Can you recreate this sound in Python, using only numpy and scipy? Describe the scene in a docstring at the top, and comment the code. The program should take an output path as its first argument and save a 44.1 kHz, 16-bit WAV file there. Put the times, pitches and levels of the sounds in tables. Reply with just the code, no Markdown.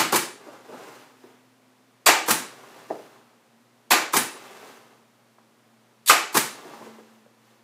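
"""Four sharp shots of an air stapler, tacking fabric to a wooden furniture frame in a workroom.
In each, a blast of noise and ringing wood blows are followed, about a fifth of a second later, by a
hissing vent, dull thumps and a steel clack. The first shot begins just before time zero.
Between shots, filtered noise makes the cloth rub and hiss, and damped notes make the gun and hands bump.
Quiet room air, mains hum and a wavering drone run underneath; echoes place the stapler sounds in the room."""
import sys
import numpy as np
from scipy import signal
from scipy.io import wavfile

SR = 44100
rng = np.random.default_rng(int(sys.argv[2]) if len(sys.argv) > 2 else 0)


def store_wav(level_fs):
    """Save 16-bit WAV to argv[1]."""
    pcm = np.round(np.clip(np.atleast_2d(level_fs), -1, 1) * 32767)
    wavfile.write(sys.argv[1], SR, pcm.T.astype(np.int16))


N = 336483  # samples of finished sound

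LEAD_S = .2  # worked out before time zero, then cut off
TIME = np.arange(N + round(LEAD_S * SR)) / SR - LEAD_S  # seconds
HIT_SIZE = np.sqrt(.03 * SR)  # a hit of 0 dB holds the energy of 30 ms at rms 1

# The driver hits the frame, and the gun kicks and lands again.
# Each row: start in seconds, level in dB, pitch of the struck spot in Hz, level of that spot in dB.
BLOWS = [(-.03, -14, 272, -23), (2.064, -16, 795, -26), (2.073, -17, 1900, -26), (2.086, -14.5, 755, -23),
         (2.099, -23.5, 2700, -23.5), (3.908, -19, 1000, -24), (3.918, -16, 2550, -27),
         (3.933, -19, 852, -25), (6.097, -13, 1257, -16.5), (6.101, -20, 1210, -16.5),
         (6.109, -21.5, 2556, -20.5)]
# The trigger lets air rush into the cylinder. Each row: start in seconds, length in seconds,
# level halfway through in dB, swell over the length in dB, how early the valve leaks in seconds.
BLASTS = [(-.035, 0.021, -17, -5, 0.0049), (2.061, 0.017, -13.5, -3.5, .003),
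          (3.906, 0.012, -15.5, 2.5, .004), (6.073, 0.027, -15.5, 9, .014)]
# The trigger is let go and the piston travels home. Each row: start in seconds, travel in seconds,
# how early the valve leaks in seconds, vented air in dB, thump in dB, clack in dB,
# ring of the steel against the crack in dB, ping of the magazine in dB.
RETURNS = [(.126, 0.032, 0.0045, -22, -19.5, -21.5, -9.5, -47.5),
           (2.283, 0.023, 0.018, -21, -23.5, -19.5, -15, -40.5),
           (4.137, .029, .009, -21.5, -21, -19.5, -9.5, -45),
           (6.348, .022, 0.016, -21, -22.5, -19.5, -15, -48)]
# The cloth is pulled along or smoothed down. Each row: time it reaches full level in seconds,
# time it holds in seconds, rubbing in dB, sliding hiss in dB.
PULLS = [(.45, 0.1, -48, -58.5), (0.716, 0.069, -47, -56.5), (.85, 0.11, -48.5, -52.5),
         (1.246, 0.022, -59, -61), (2.483, .32, -49, -55.5), (2.898, .14, -54.5, -56),
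         (3.122, 0.049, -57, -68), (4.368, .33, -48.5, -51.5), (4.873, 0.037, -59, -68.5),
         (6.538, 0.32, -48, -54), (7.0, .14, -64.5, -65.5), (7.471, .05, -66.5, -66)]
# Gun and hands bump the padded frame. Each row: start in seconds, level of the hollow note in dB,
# its pitch in Hz, its width in Hz, scuff of the cloth in dB.
KNOCKS = [(.467, -47, 390, 130, -43.5), (.686, -45.5, 455, 130, -43), (.728, -44, 448, 220, -39.5),
          (1.239, -46.5, 436, 99, -55), (2.903, -32.5, 446, 300, -52), (2.908, -34.5, 648, 323, -36),
          (4.629, -50.5, 613, 400, -52), (5.384, -61.5, 1017, 807, -63), (6.648, -47, 346, 90, -40.5),
          (6.811, -47, 446, 400, -43.5), (6.865, -48, 444, 90, -57), (6.985, -48.5, 490, 230, -53),
          (7.262, -62.5, 645, 400, -60)]

# Spectra of the noises and cracks. Each row: frequency in Hz, relative level in dB per Hz.
BLOW_COLOUR = [(100, -28.5), (220, -17.5), (350, -3), (520, -4.5), (760, 0), (1250, -0.5), (1600, 0.5),
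               (2400, -2), (3500, -9.5), (5500, -10), (7500, -9.5), (10000, -25.5), (15000, -30)]
BLAST_COLOUR = [(150, -30.5), (600, -17.5), (1500, -5), (2800, -4.5), (4200, 4), (5600, -3), (7500, 2.5),
                (9500, -1.5), (12000, 0), (15000, -5.5)]
VENT_COLOUR = [(150, -8), (400, -3), (660, -5.5), (900, 7), (1500, 2.5), (2600, -3), (4200, -3),
               (7000, -1.5), (10000, -2), (15000, -5.5)]
THUMP_COLOUR = [(90, -15.5), (170, -9.5), (260, -9), (360, 2), (520, -3.5), (660, -11), (830, -0.5),
                (1220, -2), (1600, -10.5), (2400, -23), (4000, -17.5), (15000, -33)]
CLACK_COLOUR = [(110, -11), (250, 6.5), (450, -11.5), (660, 0.5), (900, -17.5), (1600, 4.5), (2500, -0.5),
                (3300, -3), (5500, -4), (8000, 0), (10500, -3), (15000, -5)]
CLOTH_COLOUR = [(100, -11), (250, -3.5), (400, -0.5), (650, -2), (1200, -2.5), (2000, -12.5), (3500, -20.5),
                (8000, -24.5), (15000, -38.5)]
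SLIDE_COLOUR = [(200, -6.5), (1000, 0.5), (2000, 4), (4000, -2), (7000, -6), (10000, -9), (15000, -11)]
THUD_COLOUR = [(90, -18), (200, -16), (330, 3.5), (650, 5), (950, 0.5), (1300, -17), (1700, -8),
               (2500, -34), (6000, -36), (15000, -59)]
SCUFF_COLOUR = [(120, -21.5), (280, 2.5), (450, 3), (750, 0), (1000, -4), (1500, -12), (2500, -27),
                (6000, -32), (15000, -45)]
AIR_COLOUR = [(60, -25.5), (120, -14.5), (180, -19.5), (240, -7.5), (285, -16.5), (340, -13.5), (500, -15),
              (1000, -17.5), (2000, -23), (4000, -28), (11500, -35), (15500, -39.5)]

# Notes that ring in the wooden frame, the steel of the gun and its long steel magazine.
# Each row: pitch in Hz, relative level in dB, time to die by 60 dB in seconds.
WOOD = [(332, -3, 0.091), (726, -4, 0.066), (867, -1.5, 0.14), (1045, -2.5, 0.084), (1222, -0.5, 0.093),
        (1385, -18.5, .1), (1747, -10, .14), (1850, -8.5, 0.064), (2317, -9, 0.2), (2460, -12, .12),
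        (2966, -9.5, .12)]
STEEL = [(890, -2, 0.17), (2660, -2, 0.23), (3860, -10, .35), (4730, -10.5, 0.18), (6850, -0.5, .08),
         (7200, -2.5, .06), (8020, 1, 0.042), (9700, 16, .12), (9836, -10, 0.34), (10050, 8, 0.14),
         (10690, -11, .12), (12310, -15, .08)]
MAGAZINE = [(1720, -2, .28), (3740, -2, .28), (3810, 0, .3), (3890, -2, .28)]
# How long the room echoes. Each row: frequency in Hz, time to die by 60 dB in seconds.
ROOM_T60 = [(120, 0.33), (300, 0.51), (900, 0.42), (2000, 0.44), (4500, 0.45), (8000, .38), (11000, 0.32),
            (15000, 0.26)]
# The low drone sinks in pitch. Each row: time in seconds, pitch in Hz before its wavering.
DRONE_PITCH = [(1.8, 255.7), (3, 238.8), (5.5, 228.9), (7.63, 221.3)]
# The drone swells and dies back. Each row: time of the peak in seconds, level added there in dB.
DRONE_SWELLS = [(1.2, -67), (6.9, -53)]

AIR_DB = -61.5
MAINS_HZ, MAINS_DB = 119.7, -72.5
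DRONE_DB, DRONE_RISE_S, DRONE_FALL_S = -67.5, 0.14, 0.16
LEAK_DB, LEAK_S = -11.5, .005  # a valve spits as its seal breaks; level against the full jet
VENT_LEAD_S, VENT_S, VENT_SWELL_DB = .006, .038, -8  # the exhaust opens just before the driver pulls free
DROP_S, DROP_DB = .019, -1  # the gun drops back against the frame just after that
CLACK_REBOUND_S, CLACK_REBOUND_DB = .0045, -2  # the piston bounces once on its stop
PULL_ATTACK_S, PULL_RELEASE_DB_PER_S = 0.14, 70  # the hand takes up the slack; later the cloth settles


def amp(db):
    """Turns decibels into a multiplier for the wave."""
    return 10 ** (np.asarray(db) / 20)


def evened(x):
    """Scales a sound to an average (rms) level of 1."""
    return x / np.sqrt(np.mean(x ** 2) + 1e-20)


def unit(x):
    """Scales a sound to a total energy of 1."""
    return x / np.linalg.norm(x)


def read(points, hz):
    """Reads between the rows of a table, with frequency spaced as the ear hears it (log)."""
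    table_hz, value = np.transpose(points)
    return np.interp(np.log(hz + 1), np.log(table_hz + 1), value)


def add(mix, start_s, sound):
    """Mixes a sound in at a given time."""
    part = mix[max(round((start_s + LEAD_S) * SR), 0):][:len(sound)]
    part += sound[:len(part)]


def click(colour, size=4096):
    """The most compact pulse with this spectrum that starts at once (minimum phase), of energy 1."""
    log_gain = np.log(amp(read(colour, abs(np.fft.fftfreq(size, 1 / SR)))))
    spectrum = np.exp(np.conj(signal.hilbert(log_gain)))
    return unit(np.fft.ifft(spectrum).real[:size // 2])


def tint(x, colour):
    """Filters a sound with a spectrum from a table."""
    return signal.oaconvolve(x, click(colour))[:len(x)]


def drift(per_s):
    """Smooth chance of rms 1: random points, two a cycle, joined by lines."""
    at = np.arange(TIME[0], TIME[-1], 1 / (2 * per_s))
    return evened(np.interp(TIME, at, rng.standard_normal(len(at))))


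def ring(modes):
    """A struck body sounds as dying sines, each slightly off pitch in a new way at every blow."""
    t = np.arange(SR // 2, dtype=np.float32) / SR
    hz, db, t60 = np.array(modes, np.float32).T[:, :, None]
    hz = hz * rng.normal(1, 0.0046, hz.shape).astype(np.float32)
    fade = np.exp(-np.float32(np.log(1000)) * t / t60)  # down 60 dB after t60
    dying = fade * np.sin(2 * np.pi * hz * t)
    return unit((amp(db[:, 0]) * rng.choice([-1, 1], len(modes))) @ dying)


def hit(colour, modes, ring_db):
    """A blow makes a short crack and sets the struck body ringing."""
    sound, crack = amp(ring_db) * ring(modes), click(colour)
    sound[:len(crack)] += crack
    return HIT_SIZE * unit(sound)


def tock(hz, width_hz):
    """A heavily damped note that takes a moment to build up; a wider one dies faster."""
    t = np.arange(SR // 2) / SR
    return HIT_SIZE * unit(t * np.exp(-np.pi * width_hz * t) * np.sin(2 * np.pi * hz * t))


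def room(x, direct_db, near_db, near_s, tail_db):
    """Sound arrives directly, by quick scatter off the frame and nearby bodies, and as the room's tail."""
    size = SR * 2 // 3
    t = np.arange(size) / SR
    # sparse echoes of either sign, about 12000 a second
    taps = rng.choice([-1., 1.], size) * (rng.random(size) < 12000 / SR)
    near = unit(rng.permutation(taps) * np.sqrt(t) * np.exp(-t / near_s))
    # each frequency of the tail dies at its own rate
    hz, at, bands = signal.stft(taps, SR, nperseg=256)
    decay = amp(-60 * at / read(ROOM_T60, hz)[:, None])
    tail = signal.istft(bands * decay, SR, nperseg=256)[1][:size]
    tail = unit(tail * (1 - np.exp(-t / 0.0051)))
    response = amp(near_db) * near + amp(tail_db) * tail
    response[0] += amp(direct_db)
    # energy 1 overall, so the settings only set the balance
    return signal.fftconvolve(x, unit(response))[:len(x)]


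def still_air():
    """The air of the room is steady, coloured noise."""
    return amp(AIR_DB) * evened(tint(rng.standard_normal(len(TIME)), AIR_COLOUR))


def mains_hum():
    """Mains hum is one steady sine."""
    return np.sqrt(2) * amp(MAINS_DB) * np.sin(2 * np.pi * MAINS_HZ * TIME)  # root 2: level is rms


def drone():
    """A low sine sinks in pitch, wavers in pitch and level, and swells twice."""
    pitch = np.interp(TIME, *np.transpose(DRONE_PITCH)) * (1 + 0.014 * drift(8.7))
    level = amp(DRONE_DB)
    for s, db in DRONE_SWELLS:
        away = np.maximum((s - TIME) / DRONE_RISE_S, (TIME - s) / DRONE_FALL_S)
        level = level + amp(db) * np.exp(-away)
    level = level * amp(1.5 * drift(4.8))
    return np.sqrt(2) * level * np.sin(2 * np.pi * np.cumsum(pitch) / SR)


def jets(rows, colour, open_s):
    """Rushing air is fluttering noise; the valve spits first and takes a moment to open."""
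    out = np.zeros(len(TIME))
    for s, length_s, db, swell_db, leak_s in rows:
        t = np.arange(round(length_s * SR)) / SR
        flow = amp(db + swell_db * (t / length_s - .5)) * (1 - np.exp(-t / open_s))
        spit = amp(db + LEAK_DB) * (t / LEAK_S * np.exp(1 - t / LEAK_S)) ** 2
        for at, level in (s, flow), (s - leak_s, spit):
            add(out, at, level * rng.standard_normal(len(t)))
    air = tint(out * amp(2.5 * drift(300)), colour)
    return room(air, direct_db=-1.5, near_db=0, near_s=0.012, tail_db=-1.0)


def trigger_blasts():
    """Pulling the trigger sends a jet of air into the cylinder."""
    return jets(BLASTS, BLAST_COLOUR, open_s=0.0012)


def driver_blows():
    """The driver and the kicking gun strike wood, which cracks, rings and gives a short note at the spot."""
    out = np.zeros(len(TIME))
    for s, db, spot_hz, spot_db in BLOWS:
        blow = hit(BLOW_COLOUR, WOOD, ring_db=-7.5)
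        add(out, s, amp(db) * room(blow, direct_db=-14.5, near_db=-1.0, near_s=.006, tail_db=-1.5))
        spot = tock(spot_hz, width_hz=240)
        add(out, s, amp(spot_db) * room(spot, direct_db=0.5, near_db=-13.5, near_s=.005, tail_db=-7.5))
    return out


def exhaust_vents():
    """Letting the trigger go empties the cylinder in a jet that weakens."""
    vents = []
    for s, _, leak_s, air_db, *_ in RETURNS:
        vents.append((s - VENT_LEAD_S, VENT_S, air_db, VENT_SWELL_DB, leak_s))
    return jets(vents, VENT_COLOUR, open_s=.0025)


def piston_returns():
    """The driver pulls free and the gun drops, thumping wood; the piston clacks steel on its stop."""
    out = np.zeros(len(TIME))
    for s, travel_s, _, _, thump_db, clack_db, ring_db, ping_db in RETURNS:
        for at, db in (s, thump_db), (s + DROP_S, thump_db + DROP_DB):
            thump = hit(THUMP_COLOUR, WOOD, ring_db=-7.0)
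            add(out, at, amp(db) * room(thump, direct_db=-9.5, near_db=5, near_s=0.0057, tail_db=-1.5))
        clack = amp(clack_db) * hit(CLACK_COLOUR, STEEL, ring_db)
        clack += amp(ping_db) * HIT_SIZE * ring(MAGAZINE)
        for later_s, db in (0, 0), (CLACK_REBOUND_S, CLACK_REBOUND_DB):
            landing = room(clack, direct_db=-20.5, near_db=1.0, near_s=0.0045, tail_db=-1.0)
            add(out, s + travel_s + later_s, amp(db) * landing)
    return out


def pull(s, length_s):
    """Power of one pull of the cloth over time: it grows, holds evenly and dies away."""
    attack = np.clip(1 + (TIME - s) / PULL_ATTACK_S, 0, 1)
    release = amp(-PULL_RELEASE_DB_PER_S * np.maximum(TIME - s - length_s, 0))
    return (attack * release) ** 2


def cloth():
    """Fabric rubs over the padding in small catches and hisses where it slides through the hand."""
    power = sum(amp(db)[:, None] ** 2 * pull(s, length_s) for s, length_s, *db in PULLS)
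    rub_gain, slide_gain = np.sqrt(power)
    rub, slide = rng.standard_normal((2, len(TIME)))
    rub = evened(tint(rub * amp(2.2 * drift(40)), CLOTH_COLOUR))
    slide = evened(tint(slide * amp(1.6 * drift(400)), SLIDE_COLOUR))
    moving = rub_gain * rub + slide_gain * slide
    return room(moving, direct_db=6.0, near_db=-8.0, near_s=0.002, tail_db=-0.5)


def knocks():
    """A bump on the padded frame is a soft thud, one hollow note and a scuff of the cloth between."""
    out = np.zeros(len(TIME))
    u = np.arange(SR // 2) / SR / .011  # the scuff peaks after 11 ms
    for s, db, hz, width_hz, scuff_db in KNOCKS:
        thud = amp(db - 5) * hit(THUD_COLOUR, WOOD, ring_db=-25.5)
        note = amp(db) * tock(hz, width_hz)
        scuff = u * np.exp(1 - u) * tint(rng.standard_normal(len(u)), SCUFF_COLOUR)
        bump = thud + note + amp(scuff_db) * scuff
        add(out, s, room(bump, direct_db=-1.0, near_db=0.5, near_s=0.0041, tail_db=-4.0))
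    return out


def scene():
    """The room, the stapler and the handling, in mono."""
    background = still_air() + mains_hum() + drone()
    stapler = trigger_blasts() + driver_blows() + exhaust_vents() + piston_returns()
    handling = cloth() + knocks()
    return (background + stapler + handling)[None, -N:]


def record(dry):
    """A steep bass cut, a soft overload on the loudest blows, and a limit to the treble."""
    bass_cut = signal.butter(N=14, Wn=110, btype="high", fs=SR, output="sos")  # Hz
    thin = signal.sosfilt(bass_cut, dry)
    ceiling = 1.1  # peaks bend towards this level
    pressed = thin / (1 + abs(thin / ceiling) ** 3) ** (1 / 3)
    treble_limit = signal.firwin(401, 15550, window=("kaiser", 8), fs=SR)  # Hz
    return signal.oaconvolve(pressed, treble_limit[None], "same")


dry = scene()
out = record(dry)
store_wav(out)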